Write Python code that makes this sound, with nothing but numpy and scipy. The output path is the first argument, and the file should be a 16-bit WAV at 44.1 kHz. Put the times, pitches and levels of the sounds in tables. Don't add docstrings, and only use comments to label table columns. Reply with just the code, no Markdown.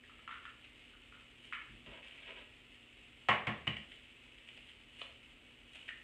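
import sys
import numpy as np
from scipy import signal
from scipy.fft import rfft, irfft
from scipy.io import wavfile

SR = 44100
rng = np.random.default_rng(int(sys.argv[2]) if len(sys.argv) > 2 else 0)


def generate_wav(sig):
    pcm = np.round(np.clip(np.atleast_2d(sig).T, -1, 1) * 32767).astype(np.int16)
    wavfile.write(sys.argv[1], SR, pcm)


N = 265923
TIME = np.arange(N) / SR
AGE = np.arange(SR * 3 // 4) / SR

# time in seconds, click level in dB, weight of its low mids in dB,
# ring after the knock in dB, counter thud in dB, ring of the dented shell in dB.
KNOCKS = [(3.2864, -22, 0.5, -23.5, -34.5, -39), (3.4700, -31.5, -1.5, -35.5, -33.5, -60),
          (3.6700, -35, -7, -44, -35, -30.5)]
# frequency in Hz, relative level in dB.
CLICK_SPECTRUM = [(100, -19), (400, -4.5), (750, 2), (940, -5.5), (1090, 5), (1250, 2), (1480, -1.5),
                  (1900, 4), (2500, 0.5), (3200, -1.5), (4300, -1.5), (6500, -2), (14000, -14)]
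# frequency in Hz, relative level in dB, T60 in seconds.
KNOCK_MODES = [(463, -17, .35), (604, -14, .45), (728, -8, .36), (854, -7, .36), (972, -9, .36),
               (1070, 0, .27), (1100, -1, .28), (1255, -10, .38), (1357, -8, .22), (1601, -13, .35),
               (1754, -8, .33), (1843, -9, .35), (1911, -7, .36), (2076, -10, .42), (2166, -7, .38),
               (2247, -11, .38), (2340, -8, .36), (2696, -7, .24), (2921, -8, .32)]
# frequency in Hz, relative level in dB, T60 in seconds.
COUNTER_MODES = [(73.6, -18.5, 0.79), (119.5, -3.5, 0.26), (150.3, 4, 0.097), (211.9, -1, 0.2),
                 (257.2, -7.5, 0.15), (338.5, -14, 0.23)]
# frequency in Hz, relative level in dB, T60 in seconds.
DENT_MODES = [(2960, -6.5, 0.17), (3000, -2, 0.084), (3033, 6, .025), (2410, -7, 0.027)]
# time in seconds, level in dB, decay constant of the crackle in seconds.
OPENING = (5.016, -43.5, 0.0056)
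# frequency in Hz, relative level in dB, T60 in seconds.
EGG_MODES = [(676, -1.5, 0.012), (1300, -9, 0.023), (2500, -7, .008), (2750, -3, .008), (3540, 6, 0.0094),
             (4100, 19, 0.0065), (7500, -4, .001)]
# time in seconds, snap level in dB,
# decay constant of the crackle in seconds, grit under the thumbs in dB before the room.
SNAPS = [(.641, -52, .012, -74), (1.445, -53.5, .005, -61), (1.862, -51, .008, -76),
         (2.081, -54, .004, -65), (3.7671, -42, .0037, -66), (3.9188, -50, .0017, -64),
         (4.4877, -49, .0021, -67), (4.5754, -52.5, .001, -67), (4.687, -54, .0038, -67),
         (4.993, -51, .012, -66), (5.012, -45, .0087, -60), (5.755, -48.5, .006, -57),
         (5.881, -45, .0089, -65)]
# frequency in Hz, relative level in dB.
SNAP_SPECTRUM = [(100, -33.5), (650, -11.5), (1000, -22), (1600, -10), (2400, 1), (3100, 2.5), (4200, -1.5),
                 (8000, -3.5), (14000, -12)]
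# frequency in Hz, relative level in dB.
GRIT_SPECTRUM = [(500, -30.5), (1800, -14), (3000, 2.5), (4500, -0.5), (9000, 7), (14000, -3.5)]
PRESS_S, RELAX_S = .045, .075
# time in seconds, level in dB, pitch of the hollow in Hz,
# brightness in dB, time for the rattle to fall 20 dB in seconds.
CLINKS = [(.038, -56.5, 1930, -7, .02), (.096, -55, 1330, -4, .015), (.191, -57.5, 1320, 3, .01),
          (.277, -42.5, 1370, -6, .07), (.311, -45.5, 1420, -2, .14), (.453, -44.5, 1400, 0, .03),
          (.936, -58.5, 1450, -4, .015), (1.124, -55.5, 1390, -9, .09), (1.525, -38.5, 1390, -1, .04),
          (1.533, -38.5, 2190, -4, .03), (1.616, -50, 1260, 6, .015), (5.889, -40, 1920, -3, .03)]
# frequency in Hz, relative level in dB, T60 in seconds.
SHELL_MODES = [(1160, -43.5, .025), (1800, 17.5, 0.019), (2100, 12, 0.026), (2780, 9, 0.06),
               (3640, 13, 0.02)]
HOLLOW_T60 = .016
ROCK_S, ROCK_JITTER = .015, .15
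ROCK_DETUNE, ROCK_DULL_DB = .04, -2
# start in seconds, length in seconds,
# rustle in dB and low rubbing in dB, both before the room.
STROKES = [(1.858, .125, -61, -60.5), (2.02, .19, -59.5, -76), (2.215, .05, -57, -80),
           (2.265, .06, -57.5, -59), (2.35, .075, -57, -66)]
STROKE_ATTACK_S, STROKE_RELEASE_S = .01, .022
# frequency in Hz, relative level in dB.
RUB_SPECTRUM = [(60, -20), (250, -9.5), (400, -2.5), (540, 4), (750, -9.5), (950, -3), (1300, -7),
                (2500, -14), (6000, -49)]
# time in seconds, level in dB before the room.
BUMPS = [(1.696, -52.5), (1.737, -52), (1.766, -56), (1.873, -51.5)]
# frequency in Hz, relative level in dB, T60 in seconds.
FLEX_MODES = [(55, -5.5, 0.27), (125, 0, 0.089), (160, 3, 0.095), (224, 2.5, 0.096), (288, -0.5, 0.049)]
# frequency in Hz, relative level in dB per Hz.
SIZZLE_SPECTRUM = [(300, -38), (800, -15), (1000, -19.5), (1300, -15.5), (1500, -17.5), (2000, -5.5),
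                   (2700, 0.5), (3200, -1), (5000, 1), (8000, 5), (14000, -2.5)]
# frequency in Hz, relative level in dB per Hz.
AIR_SPECTRUM = [(15, -21), (28, -8), (42, 4.5), (100, -4), (170, -12), (260, -3.5), (350, -7.5), (550, -11),
                (800, -21), (1500, -16), (5000, -49.5)]
# frequency in Hz, peak level in dB.
HUM = [(119, -77), (242, -74)]
# delay in seconds, relative gain.
ECHOES = [(.0031, 1), (.0047, 0.0018), (.0078, 0.51), (.0104, 0.41), (.0165, -0.35), (.0322, 0.12)]
# frequency in Hz, T60 in seconds.
ROOM = [(100, 0.4), (400, 0.61), (1200, 0.46), (2500, 0.46), (8000, 0.29)]
# frequency in Hz, gain in dB.
MIC = [(3000, 2), (3500, -7), (4000, -16), (4700, -24), (5800, -30), (8000, -25), (9200, -29),
       (10500, -37.5), (15000, -49)]
EDGE_HZ = 15300


def amp(db):
    return 10 ** (np.asarray(db) / 20)


def read(points, hz):
    f, value = np.transpose(points)
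    return np.interp(np.log(hz + 1), np.log(f), value)


def colour(x, spectrum, size=4096):
    log_gain = np.log(amp(read(spectrum, abs(np.fft.fftfreq(size, 1 / SR)))))
    response = np.exp(np.conj(signal.hilbert(log_gain)))
    taps = np.fft.ifft(response).real
    return signal.oaconvolve(x, taps[:size // 2])[:len(x)]


def steady(x):
    return x / np.std(colour(x, MIC))


def brief(x):
    return x / np.sqrt(np.sum(colour(x, MIC) ** 2) * 100 / SR)


def add(mix, s, sound):
    part = mix[max(round(s * SR), 0):][:len(sound)]
    part += sound[:len(part)]


def ring(modes, stretch=1):
    return sum(amp(db - 60 * AGE / t60) * np.sin(2 * np.pi * hz * stretch * AGE) for hz, db, t60 in modes)


def swelling(modes, rise):
    return ring(modes) * (1 - np.exp(-AGE / rise))


def grains(size, per_s, spread_db):
    sizes = amp(spread_db * np.minimum(rng.exponential(1, size), 4))
    signs = rng.choice([-1, 1], size)
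    return sizes * signs * (rng.random(size) < per_s / SR)


def crackle(length):
    spray = grains(len(AGE), per_s=5000, spread_db=6) * np.exp(-AGE / length)
    spray[0] += 3
    return spray


def kitchen(x, echo_share, wet_db):
    hz, t, z = signal.stft(rng.standard_normal(len(AGE)), SR, nperseg=256)
    decaying = z * amp(-60 * t / read(ROOM, hz)[:, None])
    tail = signal.istft(decaying, SR, nperseg=256)[1][:len(AGE)]
    tail *= 1 - np.exp(-AGE / 0.0017)
    response = amp(wet_db) * tail / np.linalg.norm(tail)
    response[0] += 1
    for delay, gain in ECHOES:
        add(response, delay, np.array([gain * echo_share]))
    return signal.fftconvolve(x, response)[:len(x)]


def disperse(x, delay):
    khz = np.fft.rfftfreq(len(x), 1 / SR) / 1000
    phase = np.exp(-4000j * np.pi * delay * np.sqrt(khz))
    return irfft(rfft(x) * phase, len(x))


def knocks():
    out = np.zeros(N)
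    for s, click_db, weight_db, ring_db, thud_db, dent_db in KNOCKS:
        push = [(300, 0), (800, weight_db), (1500, weight_db), (2300, 0)]  # (Hz, dB)
        blow = colour(signal.unit_impulse(len(AGE)), push)
        click = disperse(colour(blow, CLICK_SPECTRUM), delay=0.002008)
        fracture = signal.fftconvolve(click, crackle(length=0.007))[:len(AGE)]
        crack = brief(kitchen(click, echo_share=1.25, wet_db=11)) + amp(-6.5) * brief(fracture)
        add(out, s - .001, amp(click_db) * brief(crack))

        after_ring = sum(rng.choice([-1, 1]) * swelling([mode], rise=0.0023) for mode in KNOCK_MODES)
        add(out, s, amp(ring_db) * brief(after_ring))

        thud = kitchen(swelling(COUNTER_MODES, rise=0.0034), echo_share=0.11, wet_db=-7.5)
        add(out, s + 0.0067, amp(thud_db) * brief(thud))

        dent_ring = brief(swelling(DENT_MODES, rise=0.0017))
        dent = dent_ring + amp(-2) * brief(colour(crackle(length=.005), SNAP_SPECTRUM))
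        add(out, s + 0.0056, amp(dent_db) * brief(kitchen(dent, echo_share=.1, wet_db=-4)))
    return out


def opening():
    s, db, length = OPENING
    out = np.zeros(N)
    tear = signal.fftconvolve(crackle(length), ring(EGG_MODES))[:len(AGE)]
    tear = signal.sosfilt(signal.butter(3, 480, "high", fs=SR, output="sos"), tear)
    add(out, s, amp(db) * brief(kitchen(tear, echo_share=0.18, wet_db=-4.5)))
    return out


def snaps():
    out = np.zeros(N)
    for s, db, length, _ in SNAPS:
        snap = colour(crackle(length), SNAP_SPECTRUM)
        add(out, s, amp(db) * brief(kitchen(snap, echo_share=0.48, wet_db=-2.0)))
    return out


def fingers():
    pressure = np.zeros(N)
    for s, _, _, db in SNAPS:
        pressure += amp(db) * np.exp(-np.maximum((s - TIME) / PRESS_S, (TIME - s) / RELAX_S))
    grit = steady(colour(grains(N, per_s=900, spread_db=3), GRIT_SPECTRUM))
    return kitchen(grit * pressure, echo_share=0.25, wet_db=-5.5)


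def clink(hz, bright_db):
    hollow = brief(ring([(hz, 0, HOLLOW_T60)]))
    wall = brief(ring(SHELL_MODES, stretch=1 + 0.033 * rng.standard_normal()))
    scratch = brief(colour(crackle(length=0.0067), SNAP_SPECTRUM))
    sound = hollow + amp(bright_db) * (wall + amp(-2) * scratch)
    sound = signal.sosfilt(signal.butter(6, .76 * hz, "high", fs=SR, output="sos"), sound)
    return brief(kitchen(sound, echo_share=0.18, wet_db=-0.1))


def clinks(count=5):
    out = np.zeros(N)
    for s, db, hz, bright_db, rattle_s in CLINKS:
        add(out, s, amp(db) * clink(hz, bright_db))
        for k, (late, spot) in enumerate(rng.standard_normal((count, 2)), 1):
            age = ROCK_S * (k + ROCK_JITTER * late)
            contact = clink(hz * (1 + ROCK_DETUNE * spot), bright_db + ROCK_DULL_DB)
            add(out, s + age, amp(db - 20 * age / rattle_s) * contact)
    return out


def stroke(start, length):
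    hold = np.clip((TIME - start) / STROKE_ATTACK_S, 0, 1)
    return hold * np.exp(-np.maximum(TIME - start - length, 0) / STROKE_RELEASE_S)


def carton():
    soft = [(3500, 0), (5500, -6)]
    rustle = steady(colour(colour(grains(N, per_s=1500, spread_db=4), SNAP_SPECTRUM), soft))
    rub = steady(colour(grains(N, per_s=2100, spread_db=3), RUB_SPECTRUM))
    out = np.zeros(N)
    for start, length, rustle_db, rub_db in STROKES:
        out += stroke(start, length) * (amp(rustle_db) * rustle + amp(rub_db) * rub)
    for start, db in BUMPS:
        add(out, start, amp(db) * brief(swelling(FLEX_MODES, rise=0.0096)))
    return kitchen(out, echo_share=0.38, wet_db=-5.5)


def sizzle(swell):
    fat = kitchen(grains(N, per_s=2700, spread_db=4.5), echo_share=0.26, wet_db=1.0)
    return amp(-61.6 + .3 * swell) * steady(colour(fat, SIZZLE_SPECTRUM))


def air():
    return amp(-66.5) * steady(colour(rng.standard_normal(N), AIR_SPECTRUM))


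def hum(swell):
    return sum(amp(db) * np.sin(2 * np.pi * hz * TIME + 1.3 * swell) for hz, db in HUM)


def background():
    swell = np.interp(TIME, np.linspace(0, TIME[-1], num=40), rng.standard_normal(size=40))
    return sizzle(swell) + air() + hum(swell)


def scene():
    egg = knocks() + opening() + snaps() + fingers()
    return (egg + clinks() + carton() + background())[None]


def record(dry):
    heard = signal.sosfilt(signal.butter(2, 30, "high", fs=SR, output="sos"), dry[0])
    heard = colour(heard, MIC) + amp(-88.0) * rng.standard_normal(N)
    band_limit = signal.firwin(511, EDGE_HZ, window=("kaiser", 9), fs=SR)
    return signal.oaconvolve(heard, band_limit, "same")[None]


dry = scene()
out = record(dry)
generate_wav(out)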